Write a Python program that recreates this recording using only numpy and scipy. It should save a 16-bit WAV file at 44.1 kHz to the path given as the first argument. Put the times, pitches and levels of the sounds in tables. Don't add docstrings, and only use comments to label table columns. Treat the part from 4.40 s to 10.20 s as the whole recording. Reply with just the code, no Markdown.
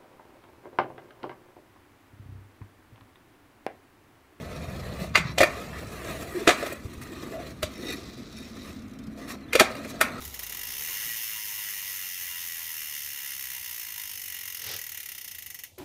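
import sys
import numpy as np
from scipy import signal
from scipy.fft import rfft, irfft, next_fast_len
from scipy.io import wavfile
from scipy.ndimage import uniform_filter1d, map_coordinates

SR = 44100
rng = np.random.default_rng(int(sys.argv[2]) if len(sys.argv) > 2 else 0)


def to_wav(sig):
    pcm = np.clip(np.atleast_2d(sig), -1, 1) * 32767
    pcm = np.round(pcm).astype(np.int16)
    wavfile.write(sys.argv[1], SR, pcm.T)


N = 255780

# f/Hz, width/Hz, level/dB
DECK_MODES = [(1185, 80, 0), (1293, 50, 2), (1457, 45, -3), (1610, 40, -6), (1745, 45, -7), (1816, 45, -3),
              (2005, 50, -1), (2122, 40, -3), (2445, 35, -1), (2773, 40, -5), (3296, 120, -7),
              (4070, 40, -9), (4348, 55, -9), (4678, 30, -10)]
# t/s, level/dB
WHEEL_WORK = [(0, -0.5), (0.5, 0), (1.15, 2), (1.45, -1), (1.72, 4), (1.9, 0.5), (2.24, 6), (2.42, 0.5),
              (2.75, -2), (3.0, 4), (3.16, -8.5), (3.5, 1.5), (3.75, -8), (4.33, -7), (4.47, -12),
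              (4.7, -14.5), (4.85, -4.5), (5.25, 2.5), (5.5, -3), (5.8, 1.5)]
# f/Hz, level/dB
RASP_COLOUR = [(700, -2), (900, 0), (1080, 6), (1250, 8.5), (1480, -3), (1750, 4), (1970, 6.5),
               (2200, -2.5), (2480, 3.5), (3000, -8.5), (4500, -35)]
# f/Hz, level/dB
BEARING_COLOUR = [(2800, 0.5), (3500, 8), (4100, 12), (4900, 1), (5600, 5), (6900, -4), (8500, -24)]
# f/Hz, level/dB
GRIT_COLOUR = [(2500, -27), (5000, -7.5), (7500, 0), (10000, -3.5), (12500, -3.5), (15000, -5.5)]


def amp(db):
    return 10 ** (np.asarray(db) / 20)


def unit(x):
    return x / np.sqrt(np.mean(x ** 2) + 1e-20)


def along(points, hz):
    f, v = np.transpose(points)
    return np.interp(np.log(hz + 1), np.log(f + 1), v)


def curve(points):
    return np.interp(np.arange(N) / SR, *np.transpose(points))


def wobble(rate):
    knots = rng.standard_normal(int(N * rate / SR) + 4)
    return map_coordinates(knots, [np.arange(N) * rate / SR], mode="nearest")


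def swell(middle, length):
    return np.cos(np.pi * np.clip((np.arange(N) / SR - middle) / length, -.5, .5)) ** 2


def during(start, end, ramp):
    t = np.arange(N) / SR
    return np.clip(np.minimum(t - start, end - t) / ramp + .5, 0, 1)


def filtered(x, response):
    m = next_fast_len(x.shape[-1] + SR // 8)
    return irfft(rfft(x, m) * response(np.fft.rfftfreq(m, 1 / SR)), m)[..., :x.shape[-1]]


def coloured(x, spectrum):
    low, high = spectrum[0][0], spectrum[-1][0]
    ends = lambda f: np.minimum(f / low, 1) ** 2 * np.minimum(high / (f + 1), 1) ** 2
    return unit(filtered(x, lambda f: amp(along(spectrum, f)) * ends(f)))


def resonated(x, modes):
    peaks = lambda f: sum(amp(db) * 1j * f * w / (c * c - f * f + 1j * f * w) for c, w, db in modes)
    return unit(filtered(x, peaks))


def add(track, s, sound):
    part = track[max(round(s * SR), 0):][:len(sound)]
    part += sound[:len(part)]


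def stones(rate, spread_db):
    hit = rng.random(N) < rate / SR
    size = amp(spread_db * np.clip(rng.standard_normal(N), -2, 2))
    return unit(hit * np.sign(rng.standard_normal(N)) * size)


def push(hz, rise_s):
    t = np.arange(SR // 8) / SR
    return t / rise_s * np.exp(1 - t / rise_s) * np.sin(2 * np.pi * hz * t)


def street(hum_db=1, air_db=-48):
    traffic = [(0, -49.5), (2.6, -49.5), (4.1, -46), (5.8, -41.5)]
    air_colour = [(18, -45), (30, -4.5), (65, 4), (253, -2.5), (680, -14), (881, -18), (1240, -12.5),
                  (1600, -17.5), (2370, -18), (2990, -27), (3880, -36), (4900, -47), (15000, -39.5)]
    hum_colour = [(170, -30), (215, 2), (240, -3), (265, 0), (320, -11), (450, -32)]  # f/Hz, level/dB
    hum = amp(curve(traffic) + hum_db) * coloured(rng.standard_normal(N), hum_colour)
    return hum + amp(air_db) * coloured(rng.standard_normal(N), air_colour)


def bird():
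    notes = [(5.023, 0.038, 4350, 3780, -52), (5.079, .028, 3300, 3820, -50),
             (5.095, 0.04, 3380, 2960, -56)]
    out = np.zeros(N)
    for s, length, start_hz, end_hz, db in notes:
        hz = np.linspace(start_hz, end_hz, int(length * SR))
        add(out, s, amp(db) * np.hanning(len(hz)) * np.sin(2 * np.pi * np.cumsum(hz) / SR))
    return out


def wind_and_bumps(rumble_db=-1, gust_db=1.5, bump_db=-3):
    strength = [(0, -40), (0.33, -35), (0.7, -37.5), (1.2, -42), (1.8, -39.5), (2.25, -50.5), (2.65, -49),
                (3.6, -48), (5.3, -55), (5.8, -44)]
    rumble_colour = [(20, -12), (40, -30), (62, 5), (100, 0.5), (150, 1), (200, -1.5), (270, -29),
                     (450, -21)]
    bumps = [(0.615, -23, 171), (0.799, -20.5, 170), (0.852, -21.5, 145), (0.893, -24, 129),
             (2.451, -24.5, 88), (2.575, -29, 90.5), (3.235, -25, 86), (4.68, -27.5, 203)]
    gusts = amp(curve(strength) + rumble_db + gust_db * wobble(6))
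    out = gusts * coloured(rng.standard_normal(N), rumble_colour)
    for s, db, hz in bumps:
        add(out, s, amp(db + bump_db) * push(hz, rise_s=0.0051))
    return out


def whirr(start_s=3.55, end_s=4.42, start_db=-51, fade_db_per_s=8):
    bearing_modes = [(3950, 520, 8.5), (4700, 500, 3), (5440, 480, 1)]
    level = start_db - fade_db_per_s * (np.arange(N) / SR - start_s)
    balls = coloured(stones(rate=1200, spread_db=4.5), [(3400, 0), (6500, 0)])
    return during(start_s, end_s, ramp=0.049) * amp(level) * resonated(balls, bearing_modes)


def unweighting():
    lifts = [(0.694, 0.963, -7.5), (2.342, 2.632, -7), (4.98, 5.143, -9)]
    return sum(db * during(start, end, ramp=0.056) for start, end, db in lifts)


def pebbles(level_db=-61):
    grain_colour = [(2500, 0), (5000, 6.5), (10000, -6), (15000, -6)]  # f/Hz, level/dB
    t = np.arange(SR // 40) / SR
    chip = amp(-60 * t / 0.03) * (1 - np.exp(-t / .002)) * rng.standard_normal(len(t))
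    hits = stones(rate=22, spread_db=2.5)
    ticks = coloured(signal.fftconvolve(hits, chip)[:N], grain_colour)
    return amp(level_db + 0.19 * curve(WHEEL_WORK) + unweighting()) * ticks


def scrapes(hiss_db=-3):
    rubs = [(0.753, 0.037, -33, -54), (0.883, 0.13, -42, -62), (2.27, 0.069, -51, -45),
            (2.33, 0.023, -63, -40), (2.538, 0.023, -54, -48), (2.627, 0.045, -45, -45),
            (2.81, .2, -49, -70), (4.906, 0.085, -41, -41.5), (5.382, .07, -49, -53),
            (5.501, 0.072, -43.5, -45)]
    rasp = coloured(stones(rate=3000, spread_db=9), RASP_COLOUR)
    rasp += amp(hiss_db) * coloured(stones(rate=4100, spread_db=6.5), BEARING_COLOUR)
    grit = coloured(stones(rate=2600, spread_db=4), GRIT_COLOUR)
    return sum(swell(s, length) * (amp(rasp_db) * rasp + amp(grit_db) * grit)
               for s, length, rasp_db, grit_db in rubs)


def scrub(uneven_db=2.5, tick_db=-11):
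    drags = [(3.385, 0.19, -44), (3.515, 0.21, -37), (3.996, 0.24, -48.5), (4.24, 0.24, -51)]
    axle_modes = [(2016, 100, 3), (2440, 260, 0.5), (3750, 95, 9), (4170, 180, -4), (5440, 110, 2.5)]
    grating = coloured(stones(rate=2300, spread_db=7.5), [(1700, 0), (6200, 0)])
    t = np.arange(SR // 80) / SR
    chip = amp(-60 * t / 0.025) * rng.standard_normal(len(t))
    chips = signal.fftconvolve(stones(rate=69, spread_db=1), chip)[:N]
    ticks = coloured(chips, [(1500, 0), (4000, -10), (12000, -2)])
    drag = sum(amp(db) * swell(s, length) for s, length, db in drags)
    return drag * amp(uneven_db * wobble(45)) * (resonated(grating, axle_modes) + amp(tick_db) * ticks)


def judders(waver=.075, uneven_db=3):
    groans = [(1.936, 0.067, 355, -25), (1.987, 0.055, 395, -30), (2.909, 0.13, 662, -33.5),
              (3.399, 0.23, 311.7, -40), (5.633, 0.33, 1268, -40)]
    out = np.zeros(N)
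    for s, length, hz, db in groans:
        arch = np.hanning(int(length * SR))
        rate = hz * (1 + waver * wobble(164)[:len(arch)])
        grip = amp(db + uneven_db * wobble(85)[:len(arch)])
        add(out, s, grip * arch * np.sin(2 * np.pi * np.cumsum(rate) / SR))
    return out


def rolling(drone_db=-46, rasp_db=-47, hiss_db=-53, grit_db=-58, nearest_s=2.06, pass_s=0.92):
    drone_colour = [(140, -74), (230, -2.5), (348, 5.5), (390, 2), (442, 0), (506, 0), (574, -3.5),
                    (665, 0.5), (829, -20), (950, -26), (1240, -68), (2090, -120)]
    brightness = [(0, 17.5), (1.8, 4), (2.0, -1), (2.3, -8), (2.75, -14), (3.0, 0), (3.4, -8.5), (4.5, 0),
                  (5.8, 12)]
    # middle t/s, length/s, drone swell/dB, rasp swell/dB, grit swell/dB
    leans = [(0.626, 0.13, 4.5, 2.5, 6.5), (1.35, 0.09, -2, 7.5, 0.5), (1.786, 0.35, 7, 0, 2.5),
             (2.97, 0.31, 3.5, -5, -3.5), (3.459, .2, 7.5, -3, 3), (4.28, 0.17, 4.5, 10, 8.5),
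             (4.805, 0.11, 10.5, 9.5, 7)]
    work = curve(WHEEL_WORK)
    lean_drone, lean_rasp, lean_grit = sum(np.outer(dbs, swell(s, length)) for s, length, *dbs in leans)
    near_db = 6.5 / (1 + ((np.arange(N) / SR - nearest_s) / pass_s) ** 2)
    jolt_db = 1.64 * wobble(55)
    chatter_db = 0.7 * wobble(260)
    road = stones(rate=5000, spread_db=2.5)
    hum = coloured(road, drone_colour)
    low = filtered(hum, lambda f: 1 / (1 + (f / 450) ** 8))
    tilt = amp(curve(brightness) / 2)
    wheels = amp(drone_db + 0.92 * work + lean_drone) * (low / tilt + (hum - low) * tilt)
    rattle = resonated(coloured(stones(rate=1500, spread_db=0.5), [(900, 0), (4500, 0)]), DECK_MODES)
    rasp = unit(coloured(road, RASP_COLOUR) + amp(-8) * rattle)
    deck = amp(rasp_db + 1.62 * work + lean_rasp) * rasp
    hiss = coloured(stones(rate=4000, spread_db=4), BEARING_COLOUR)
    bearings = amp(hiss_db + 0.87 * work + lean_grit) * hiss
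    grit = coloured(stones(rate=10000, spread_db=1.5), GRIT_COLOUR)
    crunch = amp(grit_db + 0.9 * work + lean_grit + near_db) * grit
    return amp(jolt_db + unweighting()) * (wheels + deck + amp(chatter_db) * (bearings + crunch))


def patchy_ground(x, patchy_db=2.5):
    spectra = signal.stft(x, nperseg=512)[2]
    patches = uniform_filter1d(rng.standard_normal(spectra.shape), size=4, axis=0)
    patches = unit(uniform_filter1d(patches, size=9, axis=1))
    above_drone = np.clip(np.fft.rfftfreq(512, 1 / SR) / 1500, 0, 1)[:, None]
    return signal.istft(spectra * amp(patchy_db * above_drone * patches), nperseg=512)[1][:N]


def near_echo(x, share=.5, delay_s=.0035, drift_s=.0007):
    late = np.interp(np.arange(N) - SR * (delay_s + drift_s * wobble(2)), np.arange(N), x)
    return 0.92 * (x + share * filtered(late, lambda hz: hz ** 2 / (hz ** 2 + 900 ** 2)))


def yard(x, build_s=0.0014):
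    echo_times = [(200, 0.24), (1200, 0.49), (2500, 0.23), (5000, 0.29), (12000, 0.12)]  # f/Hz, fade time/s (to fall by 60 dB)
    hz, t, spectra = signal.stft(rng.standard_normal(SR // 2), SR, nperseg=256)
    fade = amp(-60 * t / along(echo_times, hz)[:, None]) * (1 - np.exp(-t / build_s))
    tail = signal.istft(spectra * fade, SR, nperseg=256)[1]
    return signal.fftconvolve(x, tail / np.linalg.norm(tail))


def blow(x):
    return x / np.sqrt(np.mean(x[:SR // 100] ** 2))


def ring(modes, t, rise_s, scatter_db):
    hz, width, db = np.transpose(modes)[:, :, None]
    size = amp(db + scatter_db * rng.standard_normal(hz.shape))
    phase = 2 * np.pi * rng.random(hz.shape)
    tones = size * np.exp(-np.pi * width * t) * np.sin(2 * np.pi * hz * t + phase)
    return np.sum(tones, axis=0) * (1 - np.exp(-t / rise_s))


def burst(spectrum, t, rise_s, t60, buzz_db, buzz_t60):
    fade = (amp(-60 * t / t60) + amp(buzz_db - 60 * t / buzz_t60)) * (1 - np.exp(-(t / rise_s) ** 2))
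    return blow(fade * coloured(rng.standard_normal(len(t)), spectrum))


def board_colour(x, ripple_db=2.3):
    m = next_fast_len(N + SR // 8)
    hz = np.fft.rfftfreq(m, 1 / SR)
    ripple = map_coordinates(rng.standard_normal(SR // 160), [hz / 130], mode="nearest")
    treble = np.clip((hz - 2400) / 1800, 0, 1)
    cepstrum = irfft(np.log(amp(ripple_db * ripple * treble)), m)
    response = np.exp(rfft(2 * cepstrum[:m // 2], m))
    return irfft(rfft(x, m) * response, m)[:N]


def ground_hits(thud_db=-2, crack_db=-2, snap_db=-1, thump_db=-18, press_s=0.0024):
    hits = [(0.754, -12, -15.5, -9.5), (0.773, -22, -8, -4), (0.981, -25, 3, 5), (1.005, -18, 4, -6),
            (1.014, -20.5, 7.5, -4), (1.031, -15.5, -1, -14), (2.074, -15.5, 2.5, -0.5),
            (2.089, -17.5, 3, -3.5), (2.105, -21, -3, -4.5), (2.226, -35.5, 9.5, -4),
            (2.262, -39.5, 3, 0.5), (2.323, -52.5, 16.5, -13), (2.614, -47.5, -16, -12),
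            (3.228, -30, 3.5, 2.5), (5.13, -24.5, -11, -4), (5.152, -18.5, 3.5, -5),
            (5.196, -12, -9.5, -2.5), (5.207, -19, 6.5, -11), (5.351, -40, 3.5, -25), (5.447, -41, -2, -25),
            (5.611, -15, -7, -9)]
    # t/s, thud pitch factor, low flex level/dB, loudest deck f/Hz, relative snap level/dB
    stances = [(.77, 1.04, 0, 2120, -26), (1.02, 1.014, -8.5, 2060, -14.5), (2.09, 0.991, 3, 1350, -24),
               (3.229, 1.03, -4.5, 2110, -3), (5.155, 0.79, -6.5, 2440, -8.5), (5.2, 1.09, 4, 1700, -9),
               (5.61, 0.85, -9, 1550, -5.5)]
    wheel_modes = [(343, 55, -6), (445, 75, -5.5), (585, 38, 0), (675, 42, -2.5)]
    wood_colour = [(700, -7), (1050, 4.5), (1600, -24), (2300, 8.5), (2700, -4), (3100, -29)]
    steel_colour = [(2000, -5.5), (3000, 2.5), (3500, 6), (4300, 1), (5500, -4), (7000, 0), (9000, -10)]
    chip_colour = [(4500, -5), (7200, -2.5), (8300, 0), (10000, 0.5), (12500, -2.5), (15000, -7)]
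    # t/s, thud level/dB, bright level/dB
    stages = [(-.005, -15.5, -15.5), (0, 0, 0), (.007, -0.5, -11.5)]
    out, t = np.zeros(N), np.arange(SR // 6) / SR
    feet = amp(-13) + amp(-60 * t / 0.038)
    when, *stance = np.transpose(stances)
    for s, db, thud_rel, crack_rel in hits:
        pitch, flex_db, focus_hz, snap_rel = (np.interp(s, when, column) for column in stance)
        low_modes = [(hz, width, level + flex_db * (hz < 500)) for hz, width, level in wheel_modes]
        deck_modes = [(hz, width, level - 6.5 * abs(np.log2(hz / focus_hz)))
                      for hz, width, level in DECK_MODES]
        add(out, s, amp(db + thud_rel + thump_db) * push(hz=139, rise_s=0.0017))
        for delay, low_db, bright_db in stages:
            thud = blow(feet * ring(low_modes, pitch * t, press_s, scatter_db=5))
            thud *= amp(thud_db + thud_rel + low_db)
            deck = blow(feet * ring(deck_modes, t, press_s, scatter_db=4))
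            wood = burst(wood_colour, t, press_s, t60=0.014, buzz_db=-23, buzz_t60=0.26)
            crack = burst(steel_colour, t, press_s, t60=0.032, buzz_db=-5.5, buzz_t60=0.12)
            snap = burst(chip_colour, t, press_s, t60=0.015, buzz_db=-29, buzz_t60=0.17)
            clack = deck + amp(-9) * wood
            bright = clack + amp(crack_db + crack_rel) * crack + amp(snap_db + snap_rel) * snap
            bright *= amp(bright_db)
            add(out, s + delay, amp(db) * (thud + bright))
            add(out, s + delay, amp(db) * yard(amp(-17) * thud + amp(-13) * bright))
    return out


def scene():
    hits = board_colour(ground_hits())
    wheels = near_echo(patchy_ground(rolling() + scrub() + scrapes() + pebbles())) + judders() + whirr()
    return (hits + wheels + wind_and_bumps() + street() + bird())[None]


def record(dry, top_hz=15450):
    hollows = [(700, -0.5), (880, -3), (1100, -1), (2750, -0.5), (3060, -2.5), (3400, -2)]
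    heard = filtered(dry, lambda hz: amp(along(hollows, hz)))
    rounded = heard / (1 + np.abs(heard) ** 6) ** (1 / 6)
    return filtered(rounded, lambda hz: 1 / np.hypot(1, (hz / top_hz) ** 90))


dry = scene()
out = record(dry)
to_wav(out)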